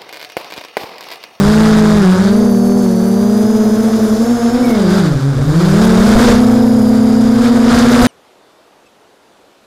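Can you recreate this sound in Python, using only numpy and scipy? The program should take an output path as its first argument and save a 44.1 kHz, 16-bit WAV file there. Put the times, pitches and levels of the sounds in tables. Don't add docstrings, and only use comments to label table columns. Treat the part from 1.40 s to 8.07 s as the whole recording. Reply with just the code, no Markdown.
import sys
import numpy as np
from scipy import signal
from scipy.io import wavfile

SR = 44100
rng = np.random.default_rng(int(sys.argv[2]) if len(sys.argv) > 2 else 0)


def output_pcm(signal):
    pcm = np.clip(np.atleast_2d(signal).T, -1, 1) * 32767
    wavfile.write(sys.argv[1], SR, np.round(pcm).astype(np.int16))


N = 294141


def from_db(db):
    return 10 ** (np.asarray(db) / 20)


def rms_one(x):
    return x / np.sqrt(np.mean(x ** 2) + 1e-20)


def in_time(rows):
    seconds, *columns = np.transpose(rows)
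    t = np.arange(N) / SR
    return [np.interp(t, seconds, column) for column in columns]


def drift(rate):
    step, settling = 20, 2000
    pole = np.exp(-2 * np.pi * rate * step / SR)
    noise = rng.standard_normal(N // step + settling + 2)
    slow = signal.lfilter([1], [1, -2 * pole, pole * pole], noise)[settling:]
    return np.interp(np.arange(N) / step, np.arange(len(slow)), rms_one(slow))


def swells(events, fall_db_per_s):
    t = np.arange(N) / SR
    levels_db = [peak_db - fall_db_per_s * np.abs(t - s) for s, peak_db in events]
    return from_db(np.max(levels_db, axis=0))


def near_and_far_rates():
    # time in seconds, blade rate of the second near propeller in passes per second.
    second_rate = [(0.0, 146.7), (0.22, 161.5), (0.61, 164.8), (0.66, 179), (0.8, 200), (1.0, 236),
                   (1.08, 236), (1.14, 232.9), (1.27, 238.3), (1.42, 242.0), (1.49, 231.4), (1.58, 224.8),
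                   (1.65, 230.5), (1.72, 228.6), (1.87, 233), (2.0, 231.5), (2.09, 234.2), (2.3, 226.8),
                   (2.43, 231), (2.56, 228.5), (2.67, 224.0), (2.75, 224.8), (2.87, 242.4), (2.92, 244.0),
                   (3.0, 239), (3.08, 240.5), (3.19, 257.9), (3.28, 253.3), (3.32, 244.4), (3.47, 200.8),
                   (3.58, 211.3), (3.76, 146.4), (3.83, 138.2), (3.91, 140.8), (4.0, 137.7), (4.26, 189.3),
                   (4.31, 189.8), (4.44, 224.7), (4.56, 222.9), (4.71, 234.1), (4.83, 245.8), (4.92, 237.1),
                   (5.02, 248.3), (5.25, 251.6), (5.39, 251.5), (5.42, 247.5), (5.52, 252.8), (6.52, 251.9),
                   (6.67, 256.7)]
    # time in seconds, second rate minus first rate in passes per second.
    rate_gap = [(0, -48.2), (0.11, -59.2), (0.55, -47.0), (0.6, -40.4), (0.66, -4.9), (0.8, 15.1),
                (1.21, 41.2), (1.37, 41.2), (1.47, 45.1), (2.18, 17.2), (2.42, 15.2), (2.54, 11.0),
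                (2.84, 11.5), (2.97, 4.8), (3.49, 28.5), (3.55, 22.1), (3.62, 30.0), (3.73, 23.3),
                (3.88, -0.3), (3.97, 21.5), (4.07, 13.1), (4.2, 11.4), (4.32, 42.7), (4.41, 35.6),
                (4.48, 39.1), (4.58, 39.4), (4.66, 24.0), (4.74, 26.6), (4.79, 18.1), (4.96, 34.5),
                (5.11, 26.7), (5.31, 28.4), (5.4, 33.4), (5.7, 33.4), (5.92, 30.1), (6.06, 17.9),
                (6.09, 16.9), (6.21, 27.0), (6.28, 21.6), (6.67, 15.6)]
    # time in seconds, blade rate of the farther propeller in passes per second.
    far_rate = [(.82, 209.5), (.88, 218.6), (1.02, 223), (1.21, 215.2), (1.39, 214.8), (1.5, 212.3),
                (1.75, 220), (1.84, 229.2), (2.02, 236.5), (2.11, 242), (2.27, 242), (2.38, 247),
                (2.74, 248.5), (2.83, 257.2), (2.91, 259.6), (3.02, 252.8), (3.19, 255.8), (3.3, 253),
                (3.4, 231), (3.48, 221.4), (3.57, 228.6), (3.67, 214.3), (4.22, 211.9), (4.28, 228.6),
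                (4.33, 238.1), (4.45, 244.5), (4.9, 252.4), (5.05, 251.5), (5.2, 239), (5.32, 234.8),
                (5.42, 237.2), (5.56, 225.2), (5.72, 231.8), (5.96, 232.4), (6.08, 222.5), (6.2, 228.6)]
    (rate_2,), (gap,), (rate_3,) = in_time(second_rate), in_time(rate_gap), in_time(far_rate)
    return rate_2 - gap, rate_2, rate_3


def propeller(turn, level_db, tilt_db, sharp_db, uneven_db):
    # multiple of blade rate, level in dB relative to the blade-rate tone.
    blade_series = [(.5, -16), (1, 0), (1.5, -26), (2, -10.3), (2.5, -26), (3, -18.5), (4, -30), (5, -34),
                    (6, -37), (7, -40), (8, -42), (9, -45)]
    skew = .78
    tones = 0
    for k, db in blade_series:
        if k % 1:
            shape_db = uneven_db
        else:
            shape_db = tilt_db * np.log2(min(k, 4)) + sharp_db * np.log2(max(k / 3, 1))
        flicker_db = (k != 1) * 1.3 * drift(10.6)
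        tones = tones + from_db(db + shape_db + flicker_db) * np.cos(k * turn - skew * (k - 1))
    return from_db(level_db) * tones


def propellers(turns):
    # time in seconds, peak level of the blade-rate tone in dB, first then second propeller.
    tone_levels = [(0, -5, -12.4), (.22, -3.9, -11.8), (.57, -4.6, -11.8), (.72, -5.3, -12.5),
                   (.8, -7.3, -9), (1, -7, -8.6), (1.2, -9, -9.4), (1.4, -9, -9.4), (1.56, -10.6, -10.4),
                   (1.94, -8.4, -11), (2.2, -8.2, -11.3), (2.4, -9.4, -11.3), (2.8, -10.3, -12.5),
                   (3.1, -10.2, -12.7), (3.42, -10.2, -10.6), (3.57, -8.5, -8.6), (3.8, -14.2, -13.8),
                   (4, -14.8, -11.5), (4.12, -9, -11), (4.4, -7.8, -4.9), (4.73, -4.5, -7.2),
                   (4.89, -7.6, -4.5), (5.09, -6.4, -6.2), (5.3, -6.5, -8), (5.9, -6.2, -8.5),
                   (6.1, -5.9, -8.8), (6.4, -5.4, -7.1), (6.67, -4.9, -6.8)]
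    # time in seconds, sharpness of the first in dB per octave above
    # the third multiple, lift of the half multiples of the first in dB, of the second in dB.
    blade_load = [(0, 7, -12, -4), (.58, 9, -9, -4), (.65, 11, -5, -2), (.8, 10, -7, -1), (.95, 4, -12, 0),
                  (1.2, 0, -12.5, -1), (3.2, 0, -11, -1), (3.8, 0, -14, -4), (4.1, 1, -15, -5),
                  (4.7, 1, -8.5, -3), (5.1, -1, 3, 1), (5.9, -1, -3, -1), (6.67, 0, -7, 0)]
    # time in seconds, tilt of the first in dB per octave, of the second in dB per octave.
    overtone_tilt = [(0, -0.5, 1.5), (.6, 1.5, -0.5), (1.6, 2, -1), (2.2, 2, 0), (3.6, 2.5, 1.5),
                     (3.9, 2.5, -0.5), (4.7, -0.5, 0.5), (5.3, -2, -1), (6, -3.5, -2), (6.67, 0.5, -1.5)]
    db_1, db_2 = in_time(tone_levels)
    sharp_db, uneven_1_db, uneven_2_db = in_time(blade_load)
    tilt_1_db, tilt_2_db = in_time(overtone_tilt)
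    first = propeller(turns[0], db_1, tilt_1_db, sharp_db, uneven_1_db)
    second = propeller(turns[1], db_2, tilt_2_db, 0, uneven_2_db)
    far = propeller(turns[2], -33, 0, 0, uneven_2_db)
    return first + second + far


def turbulence(spectrum, band_hz, shared_db, own_db, rate):
    hz, db = np.transpose(spectrum)
    edges = 18 * 2 ** np.arange(0, 10.1, .5)
    surge = drift(rate)
    white = rng.standard_normal((2, N))
    out = 0
    for k, (low, high) in enumerate(zip(edges, edges[1:])):
        band_pass = signal.butter(2, [low, high], "band", fs=SR, output="sos")
        band = signal.sosfilt(band_pass, white[k % 2])
        log_centre = np.log(low * high) / 2
        level_db = np.interp(log_centre, np.log(hz), db, right=-200)
        out = out + band * from_db(level_db + shared_db * surge + own_db * drift(rate / 2))
    reference = signal.butter(4, band_hz, "band", fs=SR, output="sos")
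    return out / np.std(signal.sosfilt(reference, out))


def wind_buffet(rush_db):
    # frequency in Hz, relative density in dB per Hz.
    buffet_spectrum = [(20, 2.5), (40, -1.5), (70, -3.5), (120, -3), (250, -34), (600, -1.5)]
    # time of a blow in seconds, peak level in dB.
    heavy_blows = [(.07, -15), (.2, -20), (.35, -25), (.55, -25), (.8, -38), (3.75, -25), (4, -22),
                   (4.09, -21), (4.3, -33), (4.6, -18), (4.68, -18), (4.77, -10), (4.89, -5), (5.87, -27),
                   (6.3, -25), (6.37, -25), (6.56, -26), (6.63, -14.5)]
    calm_db, calm_rush_db, share = -47, -40.5, .57
    steady_gain = from_db(calm_db + share * (rush_db - calm_rush_db))
    gain = steady_gain + swells(heavy_blows, fall_db_per_s=280)
    return gain * turbulence(buffet_spectrum, [20, 85], shared_db=2.5, own_db=1.5, rate=14.0)


def gust_rush(rush_db, turns):
    # frequency in Hz, relative density in dB per Hz.
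    rush_spectrum = [(60, 3), (150, 2), (400, 2.5), (800, -3), (1200, -2), (1600, 1.5), (1900, -11.5),
                     (2300, -16), (4500, -14.5), (8000, -20), (16000, -30.5)]
    # time in seconds, chopping depth of the first near propeller in dB, of the second in dB.
    wake_depth = [(0, 4.5, 2), (.8, 4, 2), (1.1, 2, 1.5), (3.2, 1.2, 1), (4.3, 1.2, 2), (5.9, 1, 1.2),
                  (6.2, 3, 4.5), (6.67, 3, 4.5)]
    wake_db = sum(depth * np.sin(turn) for depth, turn in zip(in_time(wake_depth), turns))
    rush = turbulence(rush_spectrum, [900, 2600], shared_db=1.0, own_db=0.5, rate=28.0)
    return from_db(rush_db + wake_db) * rush


def tip_hiss(turns):
    # frequency in Hz, relative density in dB per Hz.
    hiss_spectrum = [(100, -5.5), (250, 5), (600, 0), (1200, -14), (2500, -28), (5000, -23), (9000, -21.5),
                     (16000, -16)]
    # time in seconds, hiss level in dB.
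    hiss_levels = [(0, -39), (.3, -42.5), (.8, -45), (1, -38), (2.84, -36.5), (3.1, -41), (3.6, -45),
                   (3.85, -51), (4.1, -44), (4.3, -40), (4.9, -37), (5.05, -36), (5.8, -40.5), (6.1, -44),
                   (6.25, -40), (6.45, -50), (6.67, -40)]
    # time in seconds, peak level in dB.
    hiss_flares = [(3.3, -32.5), (3.57, -41), (4.45, -32.5), (4.68, -38), (4.81, -32), (6.39, -37),
                   (6.52, -34), (6.58, -41), (6.63, -27.5)]
    (hiss_db,) = in_time(hiss_levels)
    gain = from_db(hiss_db) + swells(hiss_flares, fall_db_per_s=348)
    pass_db = 1.5 * (np.cos(turns[0] + .8) + np.cos(turns[1] + .3))
    hiss = turbulence(hiss_spectrum, [7600, 14000], shared_db=1.0, own_db=1.7, rate=40.0)
    return gain * from_db(pass_db) * hiss


def air(turns):
    # time in seconds, gust rush level in dB.
    gust_levels = [(0, -24.5), (.07, -22.5), (.55, -24.5), (.86, -27), (1, -34), (1.2, -44), (1.45, -40),
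                   (2.04, -36), (2.25, -34), (3.1, -30.5), (3.4, -27.5), (3.58, -23.5), (3.75, -31),
                   (4, -33.5), (4.09, -29), (4.42, -21.5), (4.53, -22.5), (4.7, -19.5), (4.89, -16),
                   (5.02, -27), (5.33, -35.5), (5.87, -30), (5.95, -32), (6.06, -22.5), (6.1, -26.5),
                   (6.2, -28.5), (6.35, -18.5), (6.42, -20.5), (6.52, -19), (6.67, -18)]
    (rush_db,) = in_time(gust_levels)
    return wind_buffet(rush_db) + gust_rush(rush_db, turns) + tip_hiss(turns)


def capsule(x):
    return signal.sosfilt(signal.butter(2, 9600, fs=SR, output="sos"), x)


def housing(x):
    # frequency in Hz, width in Hz, lift in dB.
    cavity_modes = [(3700, 450, 5), (4900, 600, 5), (7100, 600, 3), (9750, 800, 4), (11900, 700, 4),
                    (13500, 700, 2)]
    out = x
    for hz, width, lift_db in cavity_modes:
        radius = np.exp(-np.pi * width / SR)
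        edge = (1 - radius ** 2) / 2
        poles = [1, -2 * radius * np.cos(2 * np.pi * hz / SR), radius ** 2]
        peak = signal.lfilter([edge, 0, -edge], poles, x)
        out = out + (from_db(lift_db) - 1) * peak
    return out


def motors(turns):
    # propeller 0 to 2, multiple of blade rate, start in seconds, end in seconds, peak in dB.
    whine_lines = [(0, 21, 1.85, 2.75, -51), (0, 21, 2.8, 3.25, -43), (0, 28, 2.85, 3.32, -43),
                   (0, 21, 5.3, 5.8, -51), (1, 21, 1.05, 1.5, -46), (1, 21, 1.95, 2.75, -49),
                   (1, 21, 2.8, 3.15, -45), (1, 21, 5.02, 6.3, -43.5), (1, 22.5, 1, 1.75, -45),
                   (1, 26, .95, 3.08, -40), (1, 28, .95, 1.95, -44), (1, 28, 2.1, 3.08, -42.5),
                   (1, 28, 4.98, 6.35, -46), (1, 42, .95, 3.16, -47), (1, 42, 4.94, 6.4, -48),
                   (2, 21, .85, 3.27, -38.5), (2, 21, 3.36, 3.67, -38), (2, 21, 4.24, 4.33, -37),
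                   (2, 21, 5.15, 6.3, -36.5), (2, 28, 2, 3.1, -42), (2, 28, 4.25, 4.5, -44),
                   (2, 28, 5.05, 5.95, -47), (2, 42, .95, 1.75, -51), (2, 42, 5.25, 5.95, -50)]
    fade_db_per_s, wobble = 150, .45
    t, out = np.arange(N) / SR, 0
    for which, k, start, end, db in whine_lines:
        time_outside = np.maximum(np.maximum(start - t, t - end), 0)
        line_db = db - fade_db_per_s * time_outside + .93 * drift(8.8)
        phase = k * turns[which] + wobble * drift(25.0)
        out = out + from_db(line_db) * np.sin(phase)
    return out


def squawk():
    # time in seconds, pitch in Hz, level in dB.
    squawk_path = [(3.21, 2320, -70), (3.24, 2280, -29), (3.27, 2200, -33), (3.36, 2180, -31),
                   (3.39, 2120, -66)]
    hz, db = in_time(squawk_path)
    phase = 2 * np.pi * np.cumsum(hz) / SR + 1.2 * drift(50.0)
    return from_db(db + 1.5 * drift(60.0)) * np.sin(phase)


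def scene():
    turns = [2 * np.pi * np.cumsum(rate) / SR for rate in near_and_far_rates()]
    wind = housing(capsule(air(turns)))
    return (propellers(turns) + wind + motors(turns) + squawk())[None]


def record(dry):
    ceiling, hardness, cutoff_hz = .71, 14.0, 15650
    clipped = dry / (1.0 + np.abs(dry / ceiling) ** hardness) ** (1 / hardness)
    cut = signal.ellip(12, .3, 60, cutoff_hz, fs=SR, output="sos")
    settled = signal.sosfilt_zi(cut)[:, None] * clipped[:, :1]
    return signal.sosfilt(cut, clipped, zi=settled)[0]


dry = scene()
out = record(dry)
output_pcm(out)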